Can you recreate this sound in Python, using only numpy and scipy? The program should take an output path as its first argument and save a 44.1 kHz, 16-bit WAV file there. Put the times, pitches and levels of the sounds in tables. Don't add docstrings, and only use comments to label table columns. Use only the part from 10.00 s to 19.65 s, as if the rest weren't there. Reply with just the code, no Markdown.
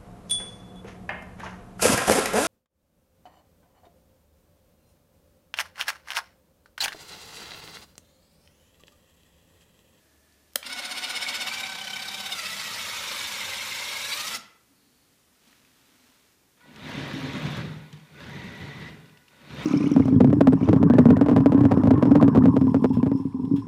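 import sys
import numpy as np
from scipy import signal
from scipy.fft import rfft, irfft
from scipy.io import wavfile
from scipy.ndimage import uniform_filter1d, map_coordinates

SR = 44100
rng = np.random.default_rng(int(sys.argv[2]) if len(sys.argv) > 2 else 0)


def file_out(sig):
    cols = np.atleast_2d(sig).T
    lim = np.clip(cols, -1, 1)
    pcm = np.round(lim * 32767).astype(np.int16)
    wavfile.write(sys.argv[1], SR, pcm)


N = 425565
T = np.arange(N) / SR



def amp(db):
    return 10 ** (np.asarray(db) / 20)


def evened(x):
    return x / np.sqrt(np.mean(x ** 2) + 1e-20)


def read(points, hz):
    f, value = np.transpose(points)
    return np.interp(np.log(hz + 1), np.log(f + 1), value)


def play(rows):
    s, *columns = np.transpose(rows)
    inside = 1. * ((T >= s[0]) & (T <= s[-1]))
    on = uniform_filter1d(inside, size=200, mode="nearest")
    return [on] + [np.interp(T, s, c) for c in columns]


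def coloured(x, points):
    gain = amp(read(points, np.fft.rfftfreq(N, 1 / SR)))
    return evened(irfft(rfft(x) * gain, N))


def whistle(hz, width, firm=0.0082, locked=0):
    r = np.exp(-np.pi * abs(width) / SR)
    noise = rng.standard_normal(N) + 1j * rng.standard_normal(N)
    slow = signal.lfilter([1], [1, -2 * r, r * r], noise)
    slow = slow / abs(slow) ** np.clip(firm, 0, 1)
    slow = slow / np.sqrt(np.mean(abs(slow) ** 2)) + locked
    carrier = np.exp(2j * np.pi * np.cumsum(hz * np.ones(N)) / SR)
    return evened((slow * carrier).real)


def wander(per_s):
    knots = rng.standard_normal(4000)
    return evened(map_coordinates(knots, [T * per_s + 2], order=3))


def grit(per_s, spread_db):
    size = amp(spread_db * np.minimum(rng.exponential(1, N), 5)) * rng.choice([-1, 1], N)
    return evened(size * (rng.random(N) < per_s / SR))


def patchy(x, db, bins, frames):
    z = signal.stft(x, nperseg=512)[2]
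    field = uniform_filter1d(rng.standard_normal(z.shape), bins, 0)
    field = uniform_filter1d(field, frames, 1)
    return evened(signal.istft(z * amp(db * evened(field)), nperseg=512)[1][:N])


def add(mix, s, sound):
    part = mix[round(s * SR):][:len(sound)]
    part += sound[:len(part)]


def room(x):
    # hz, t60_s
    decay = [(200, 0.58), (1000, 0.7), (4000, 0.41), (12000, 0.23)]
    taps = np.zeros(SR)
    at = np.arange(200, SR - 20, 20)
    taps[at + rng.integers(0, 20, len(at))] = rng.choice([-1., 1.], len(at))
    hz, t, z = signal.stft(taps, SR, nperseg=256)
    tail = signal.istft(z * amp(-60 * t / read(decay, hz)[:, None]), SR, nperseg=256)[1]
    return signal.fftconvolve(x, tail / np.linalg.norm(tail))[:N]


def quiet():
    # hz, density_db (per Hz)
    hiss = [(15, -47), (25, -5), (183, -4), (220, -2.5), (259, -4), (456, -7), (700, -12.5), (5550, -15.5),
            (15400, -19.5)]
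    # hz, width_hz, level_db
    faint = [(74, 3.5, -69.5), (1740, 180, -74.5), (312, 71, -76.5), (626, 90, -77), (9464, 6.1, -83.5),
             (4350, 560, -75.5)]
    # start_s, end_s
    spans = [(0, 1.9), (0, .56), (0, .56), (0, .56), (4.4, 5.4), (4.75, 5.2)]
    # time_s, rustle_db, moan_db, moan_hz
    shuffle = [(4.7, -87, -66.5, 278.4), (5.36, -75, -83, 253), (5.48, -63.5, -64.5, 234),
               (5.65, -68, -69, 260), (6.1, -64.5, -66, 261), (6.35, -71, -89, 236)]
    out = amp(-64.15) * coloured(rng.standard_normal(N), hiss)
    for (hz, width, db), (start, end) in zip(faint, spans):
        fade = np.clip((end - T) / 0.15, 0, 1)
        out += amp(db) * whistle(hz, width, firm=0.5) * fade * (T >= start)
    on, rustle_db, moan_db, moan_hz = play(shuffle)
    rustle = coloured(grit(2500, 1.1), [(300, -6), (1500, -0.5), (4000, -2.5), (12000, -13.0)])
    moan = whistle(moan_hz, 68)
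    return out + on * (amp(rustle_db + 2.0) * rustle + amp(moan_db - 2.5) * moan)


def frame():
    # time_s, shake_db, hum_db, hum_hz
    hums = [(.65, -86, -54, 259), (1.5, -64, -52.5, 246), (1.75, -68, -53, 197.6),
            (3.0, -56.5, -55.5, 203.4), (4.2, -60, -60.5, 217.9), (4.33, -60.5, -48, 212.4),
            (4.5, -77, -67, 213.4)]
    on, shake_db, hum_db, hum_hz = play(hums)
    shake, hum = whistle(100, 56), whistle(hum_hz, 84)
    return on * (amp(shake_db - 2.0) * shake + amp(hum_db - 2.0) * hum)


def ticks():
    # start_s, level_db, pitch_hz
    tick_rows = [(.3227, -58, 4500), (0.6287, -31, 2350), (5.5293, -51, 1860), (5.6491, -51, 2520),
                 (6.607, -54, 2300), (6.657, -47, 563), (6.7605, -41, 2900), (7.928, -41, 3100),
                 (7.9985, -49, 3170), (8.198, -44, 1600), (9.0585, -53, 2800), (9.095, -52, 2780),
                 (9.1731, -49, 2720), (9.2818, -48, 2800), (9.33, -52, 560)]
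    out, t = np.zeros(N), T[:3000]
    for s, db, hz in tick_rows:
        band = signal.butter(2, (.55 * hz, 1.7 * hz), "band", fs=SR, output="sos")
        puff = signal.sosfilt(band, rng.standard_normal(len(t)))
        puff *= amp(-60 * t / 0.03) * np.sqrt(3500 / hz)
        ring = amp(-60 * t / 0.016) * np.sin(2 * np.pi * hz * t)
        add(out, s, amp(db) * (1.3 * puff + 1.1 * ring))
    return out


def switch():
    # start_s, level_db, body_db (ringing body against the crack)
    snaps = [(.5345, -45, -14), (.5577, -4.5, -13)]
    # hz, level_db, t60_s
    modes = [(250, -19.5, 0.04), (560, -4, 0.022), (930, -14, 0.02), (1207, -12, 0.02), (2000, -8.5, 0.014),
             (2760, -5, 0.013), (3170, 4, 0.011), (4080, 0, 0.012), (5180, 0, 0.01), (6720, 9, 0.006),
             (10300, -5, 0.006)]
    out, t = np.zeros(N), T[:4000]
    rise = 1 - np.exp(-(t / .0003) ** 2)
    for s, db, body_db in snaps:
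        decay = amp(-60 * t / .010) + amp(6 - 60 * (t - .0003) / .002) + amp(-27 - 60 * t / .07)
        crack = signal.lfilter([1, -1], [1, -.6], rng.standard_normal(len(t))) * decay
        ring = sum(amp(d - 60 * t / t60) * np.sin(2 * np.pi * hz * t) for hz, d, t60 in modes)
        add(out, s, amp(db) * rise * (.4 * crack + amp(body_db) * ring))
    return out


def pushes():
    # start_s, full_speed_s, brake_s, stop_s, rumble_db, gear_db,
    # upper_db (upper table mode over the rumble), howl_db (gearbox howl over the gears)
    push_rows = [(6.569, 6.901, 7.58, 8.25, -46.5, -37.5, -3, -18),
                 (8.034, 8.218, 8.89, 9.54, -49.5, -45, -17, -5),
                 (9.307, 9.625, 9.9, 10.3, -44, -37, -4, -16)]
    rumble_range_db, upper_range_db, gear_range_db = 40.5, 25.5, 29
    rumble_curve = 1.7
    brake_curve = 0.55
    rumble, upper, gear, howl = np.zeros((4, N))
    for start, full, brake, stop, rumble_db, gear_db, upper_db, howl_db in push_rows:
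        slack = 1 - np.interp(T, (start, full, brake, stop), (0, 1, 1, 0))
        moving = slack < 1
        slack = np.where(T > brake, slack ** brake_curve, slack)
        rumble += moving * amp(rumble_db - rumble_range_db * slack ** rumble_curve)
        upper += moving * amp(rumble_db + upper_db - upper_range_db * slack)
        gear += moving * amp(gear_db - gear_range_db * slack)
        howl_in = np.interp(T, (full, full + .14), (.1, 1))
        howl += moving * amp(gear_db + howl_db - 2 * gear_range_db * slack) * howl_in
    return rumble, upper, gear, howl


def jolts():
    # start_s, level_db, upper_db (upper mode over the level)
    bump_rows = [(6.67, -61, 10.5), (6.836, -46, 6), (6.967, -33, -3), (7.132, -40.5, 8), (7.226, -36, 3.5),
                 (7.334, -32.5, -5), (7.44, -30, -21), (7.569, -27.5, -16), (7.64, -31.5, -33),
                 (7.7, -38.5, -30), (7.753, -44.5, -20), (7.924, -40, -32.5), (8.2, -47, -23),
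                 (8.341, -36, -20), (8.435, -37, -25.5), (8.608, -34.5, -29.5), (8.802, -41, -27),
                 (8.87, -55.5, -30.5), (9.5, -39.5, -14), (9.56, -53, -8)]
    rise_s, t60_s = 0.013, 0.29
    low, upper, t = np.zeros(N), np.zeros(N), T[:SR // 2]
    shape = np.minimum(t / rise_s, 1) * amp(-60 * t / t60_s)
    for s, db, upper_db in bump_rows:
        add(low, s, amp(db) * shape)
        add(upper, s, amp(db + upper_db) * shape)
    return low, upper


def wheels():
    # hz, density_db (per Hz)
    wash = [(30, -19), (70, -20), (110, -35), (200, -2.5), (330, -12.5), (430, -12), (700, -44),
            (1200, -60)]
    # hz, width_hz, level_db
    table_modes = [(83, 29, -8.5), (150.1, 33.4, 4), (415, 14, -14.5)]
    # hz, density_db (per Hz)
    gear_spectrum = [(260, -25), (450, -5), (712, -5), (985, -4), (1360, -4.5), (2000, -2), (2940, -7),
                     (3730, -6.5), (5160, -17), (6340, -19.5), (7800, -27.5), (12700, -36), (15400, -45)]
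    # hz, width_hz, level_db
    gear_rings = [(948, 67, -16), (3665, 240, -16.5), (562, 150, -12.5)]
    # multiple, level_db
    chopper = [(2, -8), (3, -3), (4, -4), (5, -10), (9, -15)]
    chopper_on_s, chopper_hz = 6.605, 490
    onset_db, onset_s = 8, 0.11
    upper_mode, jolt_mode, howl_mode = (272, 83), (148, 24.7), (1960, 170)  # hz, width_hz
    (rumble, steady_upper, gear, howl), (jolt, jolt_upper) = pushes(), jolts()

    bumps = coloured(0.61 * grit(400, 1.9) + rng.standard_normal(N), wash)
    bumps += sum(amp(db + 0.85 * wander(22)) * whistle(hz, width, firm=0.039)
                 for hz, width, db in table_modes)
    upper = whistle(*upper_mode, firm=0.37) * (steady_upper + jolt_upper)
    jolt_ring = amp(-10.5) * bumps + whistle(*jolt_mode, firm=0.49)
    table = amp(0.58 * wander(35)) * (rumble * bumps + upper) + jolt * jolt_ring

    grind = patchy(rng.standard_normal(N) + 0.4 * grit(900, 4.5), db=2.3, bins=3, frames=3)
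    grind = coloured(grind, gear_spectrum)
    grind += sum(amp(db + 2.3 * wander(20)) * whistle(hz, width) for hz, width, db in gear_rings)
    specks = signal.lfilter([1], [1, -.97], grit(25, 2.0)) * rng.standard_normal(N) / 4
    treble = signal.butter(4, 7500, "high", fs=SR, output="sos")
    crackle = amp(-27.0) * signal.sosfilt(treble, specks)
    howling = howl * amp(2.5 * wander(30)) * whistle(*howl_mode, firm=0.1)
    gears = gear * crackle + howling + (amp(-3.0) * gear + amp(-20) * jolt) * grind

    whine = sum(amp(db + 3 * wander(18)) * whistle(k * chopper_hz, 45) for k, db in chopper)
    whine_level = amp(-46.5) * (gear + amp(-83.0)) ** 0.37
    on = np.clip((T - chopper_on_s) / .01, 0, 1)
    on = on * amp(onset_db * np.clip(2 - 2 * (T - chopper_on_s) / onset_s, 0, 1))
    return table + gears + on * whine_level * whine


def squeals():
    # start_s, level_db, pitch_hz
    squeal_rows = [(1.263, -25, 2230), (1.513, -25, 2326), (1.572, -26, 2326), (1.63, -27, 2354),
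                   (1.631, -29, 3780), (1.812, -28.5, 3040), (1.87, -28, 3050), (1.932, -25.5, 3056),
                   (1.964, -27.5, 2290), (2.083, -28, 3774), (2.143, -28.5, 3690), (2.26, -32, 3680),
                   (2.319, -26.5, 2880), (2.321, -25, 3660), (2.393, -30, 1970), (3.411, -27, 2130),
                   (3.531, -31, 2110), (3.607, -29, 2170), (3.72, -28.5, 2080), (3.82, -26.5, 2120)]
    rise_s, t60_s = 0.0017, 0.053
    out, t = np.zeros(N), T[:4000]
    shape = (1 - np.exp(-(t / rise_s) ** 2)) * amp(-60 * t / t60_s)
    for s, db, hz in squeal_rows:
        drift = .02 * np.cumsum(rng.standard_normal(len(t)))
        add(out, s, amp(db + 3) * shape * np.sin(2 * np.pi * hz * t + drift))
    return out


def servo():
    # time_s, teeth_hz
    tooth_rate = [(.63, 675), (.72, 733), (1.48, 732), (1.55, 767), (2.3, 766), (2.35, 684), (2.45, 655),
                  (2.8, 640), (3.1, 594.5), (3.4, 535.5), (3.85, 526), (4.0, 546), (4.13, 578), (4.19, 628),
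                  (4.3, 655), (4.37, 661)]
    # time_s, noise_db, treble_db (over the noise), tone_db (tooth tones over the noise)
    levels = [(.64, -41, -14, 0), (.68, -35, -9, -1.5), (1.15, -30, -10.5, -2.5), (1.58, -31, -8.5, -3),
              (1.75, -35.5, -8.5, -1.5), (2.28, -33.5, -6, -2), (2.34, -34.5, -3, 4.5),
              (2.6, -32.5, -4.5, 2.5), (3.1, -30.5, -6, -4.5), (3.9, -30.5, -6.5, -2), (4.15, -32, -1, 6),
              (4.375, -32, -2, 3)]
    # time_s, once_a_turn_db, twice_a_turn_db
    throb = [(.64, 2.5, 3), (1.2, 5, 0), (1.5, 5, 0), (1.75, -1.3, 3.5), (2.28, 3.5, 2), (2.45, 1, 1),
             (2.9, 0.5, 0.85), (3.9, -0.5, 0.9), (4.37, 1.5, 1.5)]
    # hz, density_db (per Hz)
    case_spectrum = [(50, -29), (240, -20), (400, -17.5), (587, -5.5), (677, -18.5), (914, -3), (1040, -7),
                     (1490, -5.5), (1790, -8), (2240, 0.5), (2500, -4), (3710, -2.5), (7000, -23.5),
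                     (15400, -82)]
    fizz = [(3240, -28.5), (5500, -5), (6290, -7), (9220, -9), (11900, -12), (15400, -16)]
    # hz, width_hz, level_db
    early_rings = [(5430, 130, -18), (9100, 490, -16), (4400, 360, -24)]
    case_rings = [(3667, 110, -15), (5380, 150, -19), (7330, 130, -22)]
    # hz, level_db
    tone_case = [(500, -37.5), (760, -4), (1050, -11), (1400, -2.5), (1640, -5.5), (1810, -10), (1970, -2),
                 (2250, -2.5), (2560, -4.5), (3000, -11.5), (3700, -6), (4600, -7), (5350, -8), (6500, -73)]
    # multiple, width_hz, lead_rad (over the bind), share (of the throb)
    tone_rows = [(1, 59, 0.99, 0.52), (2, 77, 1.5, 0.33), (3, 45, 0.55, 0.77), (4, 124, 0.67, 1.7),
                 (5, 69, 0.37, 0.58), (6, 190, .1, 1), (7, 85, .1, 1.52), (8, 200, .1, 1.75)]
    panel_turns_away = (1, 1.66)
    teeth_per_turn, first_bind_s = 46, .663
    heavy_s = (2.3, 2.4, 4.0, 4.5)
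    half_lag = 1.28

    on, db, treble_db, tone_db = play(levels)
    throb_db, half_db = play(throb)[1:]
    mean_hz = play(tooth_rate)[1]
    teeth = np.cumsum(mean_hz) / SR
    turn = 2 * np.pi * (teeth - teeth[round(first_bind_s * SR)]) / teeth_per_turn
    bind_db = throb_db * np.cos(turn) + half_db * np.cos(2 * turn - half_lag)
    loaded = np.interp(T, heavy_s, (0, 1, 1, 0))
    jitter = np.interp(mean_hz, (530, 680, 730), (.016, .013, .011))
    teeth_hz = mean_hz * (1 + jitter * wander(30) + .011 * loaded * wander(150))

    tooth = 1 + 0.19 * np.cos(2 * np.pi * np.cumsum(teeth_hz) / SR)
    rough = rng.standard_normal(N) + 0.52 * grit(2200, 2.7)
    scrape = patchy(tooth * rough, db=2.8, bins=3, frames=3)
    case = coloured(scrape, case_spectrum)
    low = signal.sosfiltfilt(signal.butter(2, 2400, fs=SR, output="sos"), case)
    high = case - low + amp(treble_db) * coloured(scrape, fizz)
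    facing = np.interp(T, panel_turns_away, (1, .2))
    high += facing * amp(1.4 * bind_db) * sum(amp(level_db) * whistle(hz, width)
                                              for hz, width, level_db in early_rings)
    high += sum(amp(level_db + 2.2 * wander(25)) * whistle(hz, width)
                for hz, width, level_db in case_rings)
    noise = amp(bind_db) * high + amp(0.49 * bind_db) * low

    tones = 0
    half_sing_db = 1.66 * (half_db + 0.32) * np.cos(2 * turn - half_lag + 0.11)
    for k, width, lead, share in tone_rows:
        sing_db = share * (throb_db + 3.0) * np.cos(turn + lead) + half_sing_db
        flutter_db = (2.2 + 1.4 * loaded) * wander(40)
        in_step = 1.2 * (k > 1) * (T < heavy_s[0])
        ring = whistle(k * teeth_hz, width, firm=0.79, locked=in_step)
        tones += amp(read(tone_case, k * teeth_hz) + sing_db + flutter_db) * ring
    return on * amp(db) * (amp(-5.5) * noise + amp(tone_db - 12.5) * tones)


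def scene():
    near, knocks, far = servo() + squeals(), switch(), wheels() + ticks()
    wet = room(amp(-11.0) * near + amp(-16.5) * knocks + amp(-9.5) * far)
    return (near + knocks + far + wet + frame() + quiet())[None]


def record(dry):
    mic_low_hz, edge_hz = 46, 15300
    thin = signal.sosfilt(signal.butter(3, mic_low_hz, "high", fs=SR, output="sos"), dry)
    band_limit = signal.firwin(511, edge_hz, window=("kaiser", 9), fs=SR)
    return signal.oaconvolve(thin, band_limit[None], "same")


dry = scene()
out = record(dry)
file_out(out)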